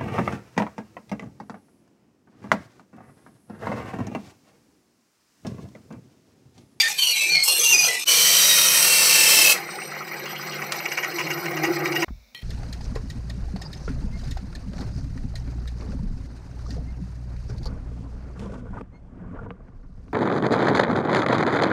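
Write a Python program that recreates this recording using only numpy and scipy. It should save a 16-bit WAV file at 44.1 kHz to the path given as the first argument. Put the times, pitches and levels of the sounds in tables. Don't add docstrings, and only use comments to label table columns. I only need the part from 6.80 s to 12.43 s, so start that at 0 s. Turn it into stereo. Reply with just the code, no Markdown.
import sys
import numpy as np
from scipy import signal
from scipy.fft import rfft, irfft
from scipy.io import wavfile
from scipy.ndimage import uniform_filter1d

SR = 44100
rng = np.random.default_rng(int(sys.argv[2]) if len(sys.argv) > 2 else 0)


def transcribe(u):
    v = np.clip(np.atleast_2d(u).T, -1, 1)
    q = np.round(v * 32767).astype(np.int16)
    wavfile.write(sys.argv[1], SR, q)


N = 248283
TIME, FREQ = np.arange(N) / SR, np.fft.rfftfreq(N, 1 / SR)
GAP_S, BLADE_FREE_S, SAW_END_S, FILE_S = 1.244, 2.74, 5.247, 5.546
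WOBBLES_PER_S = 17.5

# start in seconds, length in seconds, pitch in Hz,
# relative level in dB, level of the octave above in dB compared with that.
SQUEALS = [(0, 0.016, 2360, -20.5, 3.5), (.035, 0.05, 1827, -21.5, -9), (0.185, 0.079, 3147, -22.5, -14),
           (0.222, 0.1, 2924, -24, -13), (0.304, 0.095, 2430, -32.5, -14), (0.396, .091, 2620, -23, -26),
           (0.487, 0.073, 2394, -20.5, -29), (0.551, 0.091, 2200, -23.5, -0.5),
           (0.663, .129, 2805, -24.5, -7), (0.836, 0.1, 2792, -17.5, -15), (.935, 0.13, 2484, -19.5, -3),
           (1.084, 0.097, 2025, -27, -11.5)]


def wall_squeals(edge_s=.014, sag_hz_per_s=373):
    out = np.zeros(N)
    for start, length, hz, db, octave_db in SQUEALS:
        span = slice(max(int((start - edge_s) * SR), 0), int((start + length + edge_s) * SR))
        gate = between(start, start + length, edge_s)[span]
        waver_hz = 22 * wander(24).real[span]
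        turns = np.cumsum(hz + waver_hz - sag_hz_per_s * (TIME[span] - start)) / SR
        for multiple, part_db, width_hz in [(1 / 3, -27.5, 27), (1, 0, 11.2), (2, octave_db, 67)]:
            drift = wander(width_hz)[span]
            wave = (drift / (abs(drift) + .14) ** .45 * np.exp(2j * np.pi * multiple * turns)).real
            out[span] += amp(db + part_db) * unit(gate * wave) * np.sqrt(np.mean(gate))
    return out


# start in seconds, relative hiss and fizz levels in dB,
# fading in dB per second, pitch of the wall's ring in Hz, its relative level in dB.
SAWING_SNATCHES = [(0, -24.5, -38, 86, 4690, -30.5), (0.078, -34, -39.5, 64.5, 4400, -53),
                   (0.181, -26.5, -30, -27.5, 4430, -25.5), (.335, -26, -34.5, 16, 3960, -28),
                   (0.501, -30.5, -40.5, 10, 4332, -18.5), (0.634, -29, -22.5, 17, 4260, -26),
                   (.792, -24.5, -24, 4, 6130, -19), (0.94, -26.5, -29, 1, 6060, -20),
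                   (1.087, -29, -37, 30.5, 5300, -38.5)]
# frequency in Hz, relative level in dB.
HISS_TONE = [(880, -33), (1500, -16), (1730, -20), (2350, 0), (3200, -2.5), (3660, -7), (4320, 0),
             (5170, -8), (6190, -2.5), (9000, -20), (11700, -55), (19800, -120)]
FIZZ_TONE = [(4710, -51), (8000, -1), (9580, 4.5), (10400, 2), (10700, 1), (11200, 5), (13400, -7),
             (15700, -13.5)]
LOW_SCRAPE_TONE = [(120, -39), (250, -13), (450, 0), (620, -4), (850, 3), (1100, -4.5), (1800, -8),
                   (3500, -35.5)]
# time in seconds, relative level in dB.
LOW_SCRAPE_LEVELS = [(0.0, -29), (0.01, -44), (0.182, -55.5), (0.832, -39), (0.99, -35.5), (1.08, -32),
                     (1.24, -55)]
# pitch in Hz, width in Hz, relative level in dB.
WALL_NOTES = [(8130, 280, 5.5), (10650, 200, -11), (11460, 300, -6.5), (12620, 300, 0), (13100, 350, -1)]


def choppy_sawing(sag_hz_per_s=700):
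    starts, hiss_db, fizz_db, fading, wall_hz, wall_db = np.transpose(SAWING_SNATCHES)
    snatch = np.maximum(np.searchsorted(starts, TIME) - 1, 0)
    middles = (starts + np.append(starts[1:], GAP_S)) / 2
    from_middle_s = TIME - middles[snatch]
    fade = amp(-fading[snatch] * np.clip(from_middle_s, -.1, .1))
    hiss_gain, fizz_gain, wall_gain = (uniform_filter1d(amp(db)[snatch] * fade, size=400)
                                       for db in (hiss_db, fizz_db, wall_db))
    turns = np.cumsum(wall_hz[snatch] - sag_hz_per_s * from_middle_s) / SR
    blur = np.interp(wall_hz[snatch], [4300, 6200], [0, 1])
    clear = np.sqrt(1 - blur) * tone(turns, 50, steadiness=.14)
    blurred = np.sqrt(blur) * tone(turns, 210, steadiness=.29)
    singing = wall_squeals() + wall_gain * (clear + blurred)
    singing *= flutter(250, depth_db=1.5) * flutter(40, depth_db=1.8)
    scrape = shimmer(noise(), depth_db=5.5, hold_s=.066, width_hz=140) * flutter(48, depth_db=2)
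    hiss = amp(.5) * hiss_gain * colour(scrape, HISS_TONE)
    fizz = fizz_gain * (amp(-4) * colour(scrape, FIZZ_TONE) + amp(-1.5) * ring(scrape, WALL_NOTES))
    low = amp(curve(LOW_SCRAPE_LEVELS) - .5) * colour(scrape, LOW_SCRAPE_TONE)
    return (amp(-.8) * singing + hiss + fizz + low) * between(-1, GAP_S, .003)


# time in seconds, teeth per second.
TOOTH_RATES = [(1.26, 998), (1.5, 976), (1.75, 947), (2.1, 906), (2.4, 888), (2.6, 880), (2.74, 858)]
# frequency in Hz, relative level in dB.
RASP_TONE = [(110, -41), (270, -16.5), (480, -0.5), (800, -12), (1450, -1), (1700, -7.5), (2400, 2),
             (3400, -1.5), (4400, 2), (7000, -4), (8300, 1), (10500, -4), (13400, -1.5), (15700, -11.5)]
# pitch in Hz, width in Hz, relative level in dB.
BAR_NOTES = [(3116, 53, 5), (3470, 160, -1), (4200, 870, -5), (4870, 110, -13), (5835, 255, 8.5),
             (6500, 47, 9.5), (7790, 280, -8), (8950, 300, -13), (9940, 540, -10), (11950, 160, -16),
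             (11500, 210, -4.5), (12400, 230, -5), (13500, 310, -7)]


def deep_cut(full_s=1.286, through_s=2.723):
    rate = curve(TOOTH_RATES)
    turns = np.cumsum(rate) / SR
    puffs = unit(noise() * (.61 + np.exp(-(turns % 1) / .48))) * flutter(200, depth_db=1)
    tearing = shimmer(puffs, depth_db=3, hold_s=.3, width_hz=90)
    push_db = -17 + 2 * (TIME - full_s)
    push_db -= 740 * np.maximum(full_s - TIME, 0)
    push_db -= 680 * np.maximum(TIME - through_s, 0)
    ring_gain = amp(curve([(1.7, -4.5), (2.5, -12)]))
    rasp = amp(push_db) * (amp(-2.3) * colour(tearing, RASP_TONE) + ring_gain * ring(tearing, BAR_NOTES))
    return rasp * between(1.256, 6, .008) + amp(-2) * chatter(rate, turns) * between(1.275, 2.735, .022)


# pitch in Hz, how near an overtone must come in Hz,
# relative level in dB, unsteadiness in Hz.
CHATTER_NOTES = [(858, 89, -38, 7.3), (1844, 120, -33, 4.2), (2607, 53, -18, 30), (2710, 36, -26, 21),
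                 (2923, 26, -29.5, 12), (2995, 13.5, -17.5, 20), (3802, 66, -21.5, 7.8),
                 (4800, 66, -26, 20), (5297, 60, -23, 12), (5926, 190, -32.5, 45), (8130, 310, -23.5, 160)]


def chatter(tooth_rate, tooth_turns):
    mean_rate = np.mean(np.transpose(TOOTH_RATES)[1])
    out = np.zeros(N)
    for hz, reach, db, width in CHATTER_NOTES:
        overtone = round(hz / mean_rate)
        nearness = np.exp(-.5 * ((overtone * tooth_rate - hz) / reach) ** 2)
        out += amp(db) * nearness * tone(overtone * tooth_turns, width, steadiness=.8)
    catches = np.cumsum(29 * (1 + .55 * wander(10).real)) / SR
    return out * unit(np.minimum(1 + .75 * np.cos(2 * np.pi * catches), 1.3))


# frequency in Hz, relative level in dB.
WHIRR_TONE = [(150, -48.5), (250, -24.5), (322, -7), (385, 0), (646, -3.5), (806, 3.5), (890, -5.5),
              (1270, -1.5), (1780, -6), (1930, 2.5), (2180, 2.5), (2600, -9.5), (3500, -35), (4550, -57.5),
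              (7700, -120)]
BLADE_HISS_TONE = [(1760, -34.5), (3000, 17), (3570, 2), (5330, 4), (5870, -2), (7020, -46), (7790, 14),
                   (10300, -39), (11600, -14), (15700, -15)]
# pitch in Hz, width in Hz, relative level in dB.
BLADE_NOTES = [(3773, 120, -5), (4260, 135, 3.5), (4946, 83, 5), (5834, 166, 2.5), (7570, 100, -14),
               (8600, 190, -9), (10000, 73, -26)]
BEARING_NOTES = [(9720, 130, -12), (11650, 200, -9), (12000, 190, 0), (13300, 300, -1), (14250, 400, -7),
                 (15370, 220, -4)]


def free_blade():
    age = np.maximum(TIME - BLADE_FREE_S, 0)
    graze_db = 14.5 * np.exp(-age / .063)
    rush = shimmer(noise(), depth_db=3.5, hold_s=.025, width_hz=170) * flutter(45, depth_db=1.3)
    whirr = amp(-39 + 3.5 * age + graze_db) * colour(rush, WHIRR_TONE)
    rub = shimmer(noise(), depth_db=3, hold_s=.018, width_hz=400) * flutter(27, depth_db=4)
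    steel = ring(rub, BLADE_NOTES) + amp(-9) * colour(rub, BLADE_HISS_TONE)
    steel *= amp(-45 + 2 * age + graze_db)
    chirps = np.zeros(N)
    for hz, width, db in BEARING_NOTES:
        wobbles = np.cumsum(WOBBLES_PER_S * (1 + .45 * wander(6).real)) / SR + rng.random()
        touch = unit(amp(7.5 * np.cos(2 * np.pi * wobbles)) * abs(wander(12)))
        chirps += amp(db) * touch * tone(hz * TIME, width / 2, steadiness=0)
    chirps *= amp(-54.5 + 3 * age)
    whistle = amp(-47) * tone(8520 * TIME, 60, steadiness=0) * between(2.87, 3.11, .04)
    return (whirr + steel + chirps + whistle) * between(BLADE_FREE_S, 6, .0069)


# start in seconds, relative level in dB, rough length in seconds.
SLAPS = [(3.017, -23, 0.0035), (3.454, -24, 0.012), (3.817, -24, .01), (4.001, -23.5, 0.0055),
         (4.054, -17.5, .01), (4.115, -17, 0.0088), (4.171, -18, 0.022), (4.227, -19, 0.027),
         (4.383, -18, 0.038), (4.464, -20, .012), (4.501, -17, 0.018), (4.655, -20.5, 0.012),
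         (4.767, -20.5, 0.0117), (4.833, -14.5, 0.025), (5.054, -15.5, 0.0076), (5.121, -24, 0.0087),
         (5.154, -17.5, 0.014), (5.22, -14.5, 0.016)]
# pitch in Hz, width in Hz, relative level in dB.
GUIDE_NOTES = [(993, 41, -5), (1259, 36, -7), (1477, 28, 0.5), (1904, 51, 4.5), (2253, 84, 1),
               (2850, 35, 1), (3360, 76, -22)]
# frequency in Hz, relative level in dB.
SLAP_TONE = [(250, -43), (500, -2), (1400, -16.5), (2000, -3), (2800, 7.5), (3500, -22.5), (6000, 0.5),
             (8000, -21), (15000, -24)]


def blade_rattle():
    taps = []
    for start, luck in zip(loose_beats(BLADE_FREE_S, SAW_END_S, WOBBLES_PER_S), rng.standard_normal(64)):
        if min(abs(start - slap[0]) for slap in SLAPS) > .6 / WOBBLES_PER_S:
            tap_db = min(-34.5 + 4.5 * (start - BLADE_FREE_S), -28) + .7 * luck
            taps.append((start, tap_db, .014))
    force = sum(amp(db) * burst(start, .85 * length, .0033) for start, db, length in SLAPS + taps)
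    buzz = force * shimmer(noise(), depth_db=1.9, hold_s=.025, width_hz=200) * flutter(600, depth_db=1.4)
    metal = amp(-6) * ring(buzz, GUIDE_NOTES) + amp(-29) * ring(buzz, BLADE_NOTES)
    clacks = sum(burst(start, 0, .0065) for start in loose_beats(BLADE_FREE_S, 4.3, WOBBLES_PER_S / 2))
    wheel_clonks = amp(-29) * clacks * tone(1330 * TIME, 160, steadiness=.3)
    return metal + amp(-12.5) * colour(buzz, SLAP_TONE) + wheel_clonks


# start in seconds, level in dB, seconds to fade by 60 dB.
CHIPS = [(3.458, -38, .03), (3.921, -20, 0.049), (4.178, -35, 0.033)]


def chip_clicks():
    flicks = sum(amp(db - 60 * abs(TIME - start) / fade) * (TIME > start) for start, db, fade in CHIPS)
    click_tone = [(100, -50), (500, -16), (1000, 3), (3000, 4), (6000, 1), (12000, -12), (16000, -22.5)]
    return colour(flicks * noise(), click_tone)


# start in seconds, length in seconds, level in dB.
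SLIDES = [(3.458, 0.053, -42.5), (3.56, 0.012, -37.5), (3.71, 0.032, -41)]
# pitch in Hz, width in Hz, relative level in dB.
SLIDE_NOTES = [(2570, 180, -14), (2840, 140, 8.5), (3280, 110, 8.5), (4360, 190, -2), (4900, 250, -13)]


def sliding_piece():
    contact = sum(amp(db) * burst(start, length, release_s=.02) for start, length, db in SLIDES)
    return contact * ring(noise(), SLIDE_NOTES)


# time in seconds, relative level in dB.
HUM_LEVELS = [(0.0, -59), (0.03, -64), (0.42, -59.5), (0.57, -46), (0.67, -66), (1.08, -49.5), (1.12, -67),
              (1.4, -47), (3.33, -46), (3.82, -40.5), (4.18, -51), (4.51, -39.5), (5.23, -37)]
# pitch in Hz, relative level in dB.
HUM_NOTES = [(91.5, -22.5), (150.7, 2.5), (199.2, 2), (236.9, -8), (328.4, -20), (393, -4), (457.6, -16),
             (527.6, -3.5)]


def motor_hum():
    smooth = unit(sum(amp(db) * tone(hz * TIME, 4.8, steadiness=1) for hz, db in HUM_NOTES))
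    loaded = unit(tone(178 * TIME, 6.7, steadiness=.93) + .5 * tone(148 * TIME, 6, steadiness=.5))
    shaking = unit(tone(152 * TIME, 7.6, steadiness=.93) + .79 * tone(166 * TIME, 15, steadiness=.39))
    free, cutting = between(2.92, 4.12, .45), between(1.35, 2.8, .11)
    otherwise = np.clip(1 - free - cutting, 0, 1)
    hum = amp(1) * np.sqrt(free) * smooth + np.sqrt(cutting) * loaded + np.sqrt(otherwise) * shaking
    return amp(curve(HUM_LEVELS) - 1) * hum


# pitch in Hz, width in Hz, relative level in dB.
FRAME_NOTES = [(317.8, 12, -5), (343.3, 21, 2), (362.5, 18, -2.5), (374, 20, -10.5), (537, 82, -14),
               (712, 56, -12.5), (812, 70, -16.5)]
# time in seconds, relative level in dB.
DRONE_LEVELS = [(4.15, -48), (4.504, -32.5), (4.628, -40), (4.904, -26), (4.976, -34), (5.214, -29),
                (5.23, -27.5)]


def frame_drone():
    drone = unit(sum(amp(db) * tone(hz * TIME, width / 2, steadiness=.31)
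                     for hz, width, db in FRAME_NOTES))
    drone_db = curve(DRONE_LEVELS) + 3.1 - 2 * np.maximum(DRONE_LEVELS[0][0] - TIME, 0)
    return amp(drone_db) * drone * between(GAP_S, 6, .8)


# pitch in Hz, width in Hz, relative level in dB.
FILED_NOTES = [(1925, 23, 2.5), (2420, 41, 0), (3110, 40, -2), (3300, 44, -3), (4000, 50, -8),
               (4270, 40, 0), (5500, 90, -11)]
# frequency in Hz, relative level in dB.
FILE_TONE = [(59, -46), (100, -1.5), (1770, -18.5), (2470, -2), (2920, -14.5), (4090, -6), (4640, -32),
             (5370, -20), (15000, -22.5)]


def file_stroke():
    tick = amp(-35.5) * burst(FILE_S, .0018, release_s=.0036)
    rub = amp(-52 + 126 * (TIME - FILE_S)) * (TIME > FILE_S)
    stroke = (tick + rub) * noise() * flutter(300, depth_db=6.5)
    return amp(-1.5) * ring(stroke, FILED_NOTES) + amp(-5.5) * colour(stroke, FILE_TONE)


# start in seconds, level in dB, pitch in Hz, width in Hz, seconds to fade by 60 dB.
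KNOCKS = [(0.789, -33, 471, 100, 0.28), (0.904, -43, 131, 60, 0.19), (2.071, -49, 85, 50, .08),
          (5.282, -36.5, 1160, 1700, 0.043), (5.28, -36.5, 53.9, 30.3, 0.38), (5.306, -29, 230, 280, 0.029),
          (5.307, -30, 52.85, 32, 0.23)]


def handling_knocks():
    out = np.zeros(N)
    for start, db, hz, width, fade in KNOCKS:
        gain = amp(db - 60 * abs(TIME - start) / fade) * between(start, 6, .0026)
        out += gain * tone(hz * TIME, width / 2, steadiness=.8)
    return out


# frequency in Hz, relative level in dB.
ROOM_TONE = [(35, -36.5), (60, -27.5), (188, -15.5), (243, -1), (299, -30.5), (616, -14), (795, -21.5),
             (1970, -25), (2220, -12.5), (3220, -34), (3610, -16), (4780, -22.5), (5370, -18), (8750, -38),
             (15700, -27.5)]


def room_noise():
    return amp(-60) * colour(noise(), ROOM_TONE)


def add_echoes(x, echo_db, fade_s):
    delay = np.arange(SR // 2) / SR
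    echoes = rng.standard_normal(len(delay)) * (rng.random(len(delay)) < .06)
    echoes *= (delay > .002) * amp(-60 * delay / fade_s)
    return x + amp(echo_db) * signal.fftconvolve(x, echoes / np.linalg.norm(echoes))[:N]


def amp(db):
    return 10 ** (np.asarray(db) / 20)


def unit(x):
    return x / np.sqrt(np.mean(abs(x) ** 2) + 1e-20)


def curve(rows):
    return np.interp(TIME, *np.transpose(rows))


def between(start, end, fade):
    return np.clip((TIME - start) / fade + .5, 0, 1) * np.clip((end - TIME) / fade + .5, 0, 1)


def burst(start, length, release_s):
    return between(start + .001, 6, .002) * np.exp(-np.maximum(TIME - start - length, 0) / release_s)


def loose_beats(start, end, per_s):
    beats = np.arange(start, end, 1 / per_s)
    return beats + rng.uniform(0, .6, 64)[:len(beats)] / per_s


def noise():
    return rng.standard_normal(N)


def wander(width_hz, size=16384):
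    hz = np.fft.fftfreq(size, TIME[-1] / size)
    spectrum = (rng.standard_normal(size) + 1j * rng.standard_normal(size)) / (1 + (hz / width_hz) ** 2)
    return np.interp(TIME, np.linspace(0, TIME[-1], size), unit(np.fft.ifft(spectrum)))


def flutter(rate_hz, depth_db):
    return unit(amp(depth_db * unit(wander(rate_hz).real)))


def tone(turns, width_hz, steadiness):
    drift = wander(width_hz)
    return unit((drift / (abs(drift) + .12) ** steadiness * np.exp(2j * np.pi * turns)).real)


def colour(x, points):
    hz, db = np.transpose(points)
    return irfft(rfft(x) * unit(amp(np.interp(np.log(FREQ + 1), np.log(hz), db))), N)


def ring(x, notes):
    response = sum((-1) ** k * amp(db) * 1j * FREQ * width / (hz ** 2 - FREQ ** 2 + 1j * FREQ * width)
                   for k, (hz, width, db) in enumerate(notes))
    return irfft(rfft(x) * unit(response), N)


def shimmer(x, depth_db, hold_s, width_hz):
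    spectra = signal.stft(x, nperseg=1024, noverlap=768)[2]
    hills = rng.standard_normal(spectra.shape)
    for axis, span in enumerate([width_hz * 1024 / SR, hold_s * SR / 256]):
        size = max(1, round(span))
        hills = uniform_filter1d(uniform_filter1d(hills, size, axis), size, axis)
    spectra = spectra * amp(depth_db * unit(hills))
    return unit(signal.istft(spectra, nperseg=1024, noverlap=768)[1][:N])


def scene():
    saw = choppy_sawing() + deep_cut() + free_blade() + blade_rattle() + chip_clicks()
    saw += sliding_piece() + motor_hum() + frame_drone()
    saw = add_echoes(saw, echo_db=-11.5, fade_s=.26)
    gap = between(GAP_S, GAP_S + .011, .0027)
    saw *= between(-1, SAW_END_S, .00076) * (1 - gap)
    mono = saw + room_noise() + handling_knocks() + file_stroke()
    return np.array([mono, mono])


def record(dry):
    dry = signal.sosfilt(signal.butter(3, 28, "highpass", fs=SR, output="sos"), dry)
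    clipped = np.clip(dry, -.6, .6)
    rounded = clipped + .2 * np.tanh((dry - clipped) / .2)
    treble_cut = signal.firwin(601, 15750, window=("kaiser", 9), fs=SR)
    return signal.oaconvolve(rounded, treble_cut[None], "same", axes=1)


dry = scene()
out = record(dry)
transcribe(out)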